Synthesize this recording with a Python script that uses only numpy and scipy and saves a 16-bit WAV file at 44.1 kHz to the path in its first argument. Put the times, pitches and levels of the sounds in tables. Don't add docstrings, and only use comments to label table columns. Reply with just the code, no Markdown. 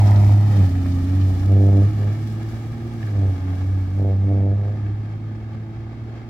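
import sys
import numpy as np
from scipy import signal
from scipy.fft import rfft, irfft
from scipy.io import wavfile
from scipy.ndimage import map_coordinates

SR = 44100
rng = np.random.default_rng(int(sys.argv[2]) if len(sys.argv) > 2 else 0)


def int16_out(signal):
    q = np.round(np.clip(np.atleast_2d(signal).T, -1, 1) * 32767)
    wavfile.write(sys.argv[1], SR, q.astype(np.int16))


N = 277389

# time_s, firing_hz
FIRING_COURSE = [(0.0, 102.3), (0.24, 101.2), (0.51, 103.9), (0.62, 91.69), (1.03, 89.72), (1.17, 95.62),
                 (1.36, 92.08), (1.48, 98.85), (1.77, 98.88), (1.86, 105), (2.06, 102.4), (2.14, 107.0),
                 (2.94, 115.4), (3.18, 97.63), (3.33, 92.34), (3.54, 92.8), (3.71, 95.93), (3.87, 93.2),
                 (3.97, 99.1), (4.12, 96.2), (4.24, 99.2), (4.45, 98.7), (4.53, 102.3), (4.65, 101.1),
                 (4.73, 105.5), (4.88, 102.9), (5.0, 105.8), (6.29, 113.5)]
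# freq_hz, gain_db
PIPE_SPECTRUM = [(300, 10), (400, 2.5), (500, -3), (600, -6.5), (720, -10), (820, -16), (900, -20),
                 (990, -37.5), (1300, -44)]
# freq_hz, gain_db
GAS_SPECTRUM = [(60, -19.5), (140, 2.5), (350, -1.5), (700, 2), (850, -17.0), (1000, -36), (4000, -74)]
# start_s, hold_s, gain_db
EXHAUST_SURGES = [(0.55, 0.02, -3.5), (1.302, 0.01007, -8.5), (1.559, 0.242, 2.3), (2.039, 0.0197, -7.5),
                  (3.184, 0.0615, -4), (4.04, 0.051, 1), (4.3, 0.1752, 0), (4.63, .06, -4.5)]
# freq_hz, gain_db
RUMBLE_SPECTRUM = [(15, -31), (30, -15), (48, -5.5), (66, 1.5), (85, -4.5), (125, -2.5), (160, -3.5),
                   (180, -12.5), (240, -6), (330, -13), (400, -23), (600, -39.5), (1200, -55)]
# freq_hz, gain_db
CLATTER_SPECTRUM = [(300, -32), (480, -21.5), (610, -4), (720, -5), (820, -2), (1000, -1), (1090, -20.5),
                    (1300, -14.5), (1520, -20), (2200, -16), (3000, -34), (8000, -40.5)]
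# firing_multiple, gain_db
BLOCK_ORDERS = [(5, -11), (6, -3), (7, 0), (8, -9), (9, -13)]
# freq_hz, gain_db
ROAR_SPECTRUM = [(100, -12), (350, 12.5), (460, 4.5), (600, 1), (840, 10), (940, -2.5), (1020, -5.5),
                 (1230, 2), (1470, -1.5), (1660, -1.5), (1950, -6), (2300, -5), (2700, -11), (5000, -18),
                 (8000, -29), (8700, -40), (16000, -66)]
# freq_hz, gain_db
SPRAY_SPECTRUM = [(500, 4), (1500, 7.5), (3000, 6.5), (5400, 5), (6800, 1), (8000, -0.5), (8600, -4.5),
                  (11500, -3), (16000, -6.5)]
# centre_s, half_length_s, roar_change_db, spray_change_db
WET_STRETCHES = [(.06, 0.049, 1.5, 3), (.6, .1, 4, 3.5), (1.3, .1, 0, 3), (1.786, 0.28, 1.62, 0.5),
                 (2.293, .06, -1, 4.5), (3.1, 0.1192, 2.5, 1), (3.444, 0.322, 2.5, 0),
                 (6.204, 0.163, 2.5, 5.5)]
# start_s, gain_db, centre_hz, decay_s
ROAD_SPLASHES = [(.071, -42, 4400, 0.0088), (0.16, -40.5, 4200, 0.0074), (0.569, -45.5, 3500, 0.005),
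                 (0.751, -38.5, 1750, 0.0059), (.858, -38.5, 1500, 0.00792), (.92, -43.5, 4000, .008),
                 (1.212, -41.5, 3000, 0.01), (1.301, -38, 700, 0.012), (1.43, -42, 1250, 0.011),
                 (1.73, -53, 6224, .004), (3.028, -40.5, 1890, .012), (3.072, -45, 1400, .015),
                 (3.478, -42.5, 1400, 0.01527), (4.863, -46, 1900, .012)]
# freq_hz, likeness_0_to_1
PORT_LIKENESS = [(50, 0.864), (300, 0.988), (750, 0.961), (1020, 0.26), (1300, 0.52), (1900, 0.56),
                 (2250, 0.52), (2800, 0.14), (5000, 0.059), (15000, .2)]
# freq_hz, lead_rad
PORT_LEAD = [(0, 0.61), (100, 0.7), (700, 0.49), (1000, 1.785), (1200, 0.34), (1720, 5.71), (2240, 7.01),
             (2600, 9), (4200, 16), (7400, 23.84), (15000, 21.43)]
# freq_hz, balance_db
PORT_BALANCE = [(60, -.7), (150, -.8), (380, -3.2), (700, -1.8), (1290, .5), (2380, -.3), (4400, 3.5),
                (8120, 1.5), (15000, 5)]

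T = np.arange(N) / SR
HZ = np.fft.rfftfreq(N, 1 / SR)

START_M, SPEED_M_PER_S = 15.54, 7.907
TURN_S, PIPE_SCREEN_DB, ENGINE_SCREEN_DB = 0.502, -11, -20
WANDER_HZ, WANDERS_PER_S = 0.2, 12
BOOM_HZ, BOOM_WIDTH_HZ, BOOM_DB = 98.726, 5.263, -6.5
WAVER_DB, WAVERS_PER_S = 2.11, 15
STEEPENING_POWER = 1.976
SILENCER_HZ, SILENCER_WIDTH_HZ = 272.87, 20.3
SURGE_ATTACK_S, SURGE_RELEASE_S = 0.0642, 0.0607
RASP_DB, RASP_REST_DB = -34, -56.5
RUMBLE_DB, RUMBLE_LOSS = -24, 0.848
CLATTER_DB, CLATTER_LOSS = -32, 1
ROAR_DB, ROAR_LOSS = -39, 0.529
SPRAY_DB, SPRAY_LOSS = -46.5, 1.052
SPRAY_FADE_S, SPRAY_FADE_DB_PER_S = 3.817, 11.5
ECHO_NEAR_S, ECHO_FAR_S, ECHO_SHARE = 0.00154, 0.0019626, 0.262
BAND_EDGE_HZ = 15750


def amp(db):
    return 10 ** (np.asarray(db) / 20)


def unit(x):
    return x / np.sqrt(np.mean(x ** 2) + 1e-20)


def read(points, hz):
    f, value = np.transpose(points)
    return np.interp(np.log(hz + 1), np.log(f + 1), value)


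def colour(x, points):
    return unit(irfft(rfft(x) * amp(read(points, HZ)), N))


def drift(rate_hz):
    return unit(irfft(rfft(rng.standard_normal(N)) * np.exp(-(HZ / rate_hz) ** 2), N))


def ports(pair):
    a, b = rfft(pair)
    same = np.clip(read(PORT_LIKENESS, HZ), 0, 1)
    lag = np.exp(-1j * np.interp(HZ, *np.transpose(PORT_LEAD)))
    right = (same * a + np.sqrt(1 - same ** 2) * b) * lag
    return irfft(np.array([a, right]), N)


def nearness():
    return START_M / (START_M + SPEED_M_PER_S * T)


def turned(sharpness=3.2):
    return 1 - 1 / (1 + (T / TURN_S) ** sharpness)


def pipe_swing(turns, hz):
    pole = np.exp((-np.pi * BOOM_WIDTH_HZ + 2j * np.pi * BOOM_HZ) / SR)
    gain = 1 - abs(pole)
    settled = gain / (1 - pole * np.exp(-2j * np.pi * hz[0] / SR))
    drive = np.exp(2j * np.pi * turns)
    wave = signal.lfilter([gain], [1, -pole], drive, zi=[pole * settled])[0]
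    return abs(wave), np.unwrap(np.angle(wave)) / (2 * np.pi)


def boom(swing, pipe_turns, flutter_db=0.53):
    waver_db = WAVER_DB * (1 - nearness()) * (1 - swing) * drift(WAVERS_PER_S)
    gain = amp(BOOM_DB + waver_db + flutter_db * drift(33)) * nearness()
    return np.sqrt(2) * gain * swing * np.cos(2 * np.pi * pipe_turns)


def second_order(turns, swing, pipe_turns, plain_db=-33.5, swell_db=-24.5, loss=0.79,
                 flutter_db=1.02, waver_db=2.5):
    plain = amp(plain_db + waver_db * drift(7.7)) * np.cos(4 * np.pi * turns)
    swell = amp(swell_db) * swing ** STEEPENING_POWER * np.cos(4 * np.pi * pipe_turns)
    return -np.sqrt(2) * (plain + swell) * nearness() ** loss * amp(flutter_db * drift(19))


def surge():
    total = 0
    for start_s, hold_s, gain_db in EXHAUST_SURGES:
        before = np.maximum(start_s - T, 0) / SURGE_ATTACK_S
        after = np.maximum(T - start_s - hold_s, 0) / SURGE_RELEASE_S
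        total = total + amp(gain_db) * np.exp(-before ** 2 - after ** 2)
    return total


def third_order(turns, hz, pipe_turns, plain_db=-23.0, plain_loss=1.632, direct_db=-41.0,
                direct_loss=0.775, swell_db=-26.5, swell_loss=0.984, flutter_db=2.37):
    silencer = 1 / np.hypot(1, 2 * (3 * hz - SILENCER_HZ) / SILENCER_WIDTH_HZ)
    drone = amp(plain_db) * nearness() ** plain_loss * silencer
    direct = amp(direct_db) * nearness() ** direct_loss
    plain = (drone + direct) * np.cos(6 * np.pi * turns)
    swell = amp(swell_db) * nearness() ** swell_loss * surge() * np.cos(6 * np.pi * pipe_turns)
    return -np.sqrt(2) * (plain + swell) * amp(flutter_db * drift(12))


def rasp(turns, hz, gas_db=-6.5, puff_share=0.19, ground_db_per_s=1.4, ground_hz=385,
         ground_width_hz=70, roughness=0.08, dispersion_rad=0.04):
    gain = amp(RASP_DB) * surge() + amp(RASP_REST_DB) * nearness()
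    pulses = 0
    for k in range(4, 11):
        dip_db = ground_db_per_s * T * np.exp(-((k * hz - ground_hz) / ground_width_hz) ** 2)
        phase = 2 * np.pi * k * turns - dispersion_rad * (k - 4) ** 2
        pulses -= amp(read(PIPE_SPECTRUM, k * hz) - dip_db) * np.cos(phase)
    puffs = np.exp(-(turns % 1) / puff_share) * rng.standard_normal(N)
    gas = colour(puffs, GAS_SPECTRUM)
    return gain * (unit(pulses) * (1 + roughness * drift(70)) + amp(gas_db) * gas)


def rumble(turns, hz, orders_db=-5.5, noise_db=-7.5, waver=0.795):
    lines = 0
    for k in range(2, 24):
        if k % 6:
            level = amp(read(RUMBLE_SPECTRUM, k * hz / 6)) * (1 + waver * drift(5))
            lines = lines + level * np.cos(2 * np.pi * (k * turns / 6 + rng.random()))
    noise = colour(ports(rng.standard_normal((2, N))), RUMBLE_SPECTRUM)
    gain = amp(RUMBLE_DB) * nearness() ** RUMBLE_LOSS
    return gain * (amp(orders_db) * unit(lines) + amp(noise_db) * noise)


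def clatter(turns, knock_share=0.31, uneven_db=2.1, ring_db=-1.0):
    gain = amp(CLATTER_DB + ENGINE_SCREEN_DB * turned()) * nearness() ** CLATTER_LOSS
    strength = amp(uneven_db * np.cos(2 * np.pi * turns / 3))
    knock = np.exp(-(turns % 1) / knock_share)
    rattle = colour(ports(knock * rng.standard_normal((2, N))), CLATTER_SPECTRUM)
    ring = unit(sum(amp(db) * np.cos(2 * np.pi * k * turns) for k, db in BLOCK_ORDERS))
    return gain * unit(strength * (rattle + amp(ring_db) * ring))


def tyres(drops_per_s=1500, drop_spread_db=4.5, drops_db=-5.5, flicker_db=1.0, swell_db=0.87):
    roar_db = ROAR_DB + swell_db * drift(8.5)
    fade_db = SPRAY_FADE_DB_PER_S * np.maximum(T - SPRAY_FADE_S, 0)
    spray_db = SPRAY_DB + swell_db * drift(7.1) - fade_db
    for centre_s, half_length_s, roar_change_db, spray_change_db in WET_STRETCHES:
        inside = np.exp(-((T - centre_s) / half_length_s) ** 2)
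        roar_db = roar_db + roar_change_db * inside
        spray_db = spray_db + spray_change_db * inside
    tread_noise = rng.standard_normal((2, N)) * amp(flicker_db * drift(65))
    tread = colour(ports(tread_noise), ROAR_SPECTRUM)
    sizes = amp(drop_spread_db * np.minimum(rng.exponential(1, (2, N)), 5.5))
    drops = sizes * rng.standard_normal((2, N)) * (rng.random((2, N)) < drops_per_s / SR)
    mist = rng.standard_normal((2, N)) * amp(flicker_db * drift(60))
    water = colour(ports(mist + amp(drops_db) * unit(drops)), SPRAY_SPECTRUM)
    roar = amp(roar_db) * nearness() ** ROAR_LOSS * tread
    spray = amp(spray_db) * nearness() ** SPRAY_LOSS * water
    return roar + spray


def splashes(width_octaves=0.672):
    out = np.zeros((2, N))
    noise = rfft(ports(rng.standard_normal((2, N))))
    for start_s, gain_db, centre_hz, decay_s in ROAD_SPLASHES:
        window = np.exp(-(np.log2((HZ + 1) / centre_hz) / width_octaves) ** 2)
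        band = unit(irfft(noise * window, N))
        out += amp(gain_db) * band * (T >= start_s) * np.exp(-abs(T - start_s) / decay_s)
    return out


def reflected(pair):
    delay_s = ECHO_FAR_S + (ECHO_NEAR_S - ECHO_FAR_S) * nearness()
    echo = np.array([map_coordinates(c, [(T - delay_s) * SR], order=3) for c in pair])
    return pair + ECHO_SHARE * echo


def scene(port_lag_s=0.000141):
    hz = np.interp(T, *np.transpose(FIRING_COURSE)) + WANDER_HZ * drift(WANDERS_PER_S)
    turns = np.cumsum(hz) / SR
    swing, pipe_turns = pipe_swing(turns, hz)
    low = boom(swing, pipe_turns) + second_order(turns, swing, pipe_turns)
    high = third_order(turns, hz, pipe_turns) + rasp(pipe_turns, hz)
    screen = amp(PIPE_SCREEN_DB * (1 - turned()))
    left = low + screen * high
    right = np.interp(T - port_lag_s, T, left)
    tailpipe = np.array([left, right])
    return tailpipe + rumble(turns, hz) + clatter(turns) + reflected(tyres() + splashes())


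def record(dry):
    tilt = amp(np.array([[0.5], [-0.5]]) * read(PORT_BALANCE, HZ))
    heard = irfft(rfft(dry) * tilt, N)
    lowpass = signal.firwin(511, BAND_EDGE_HZ, window=("kaiser", 9), fs=SR)
    return signal.oaconvolve(heard, lowpass[None], "same")


dry = scene()
out = record(dry)
int16_out(out)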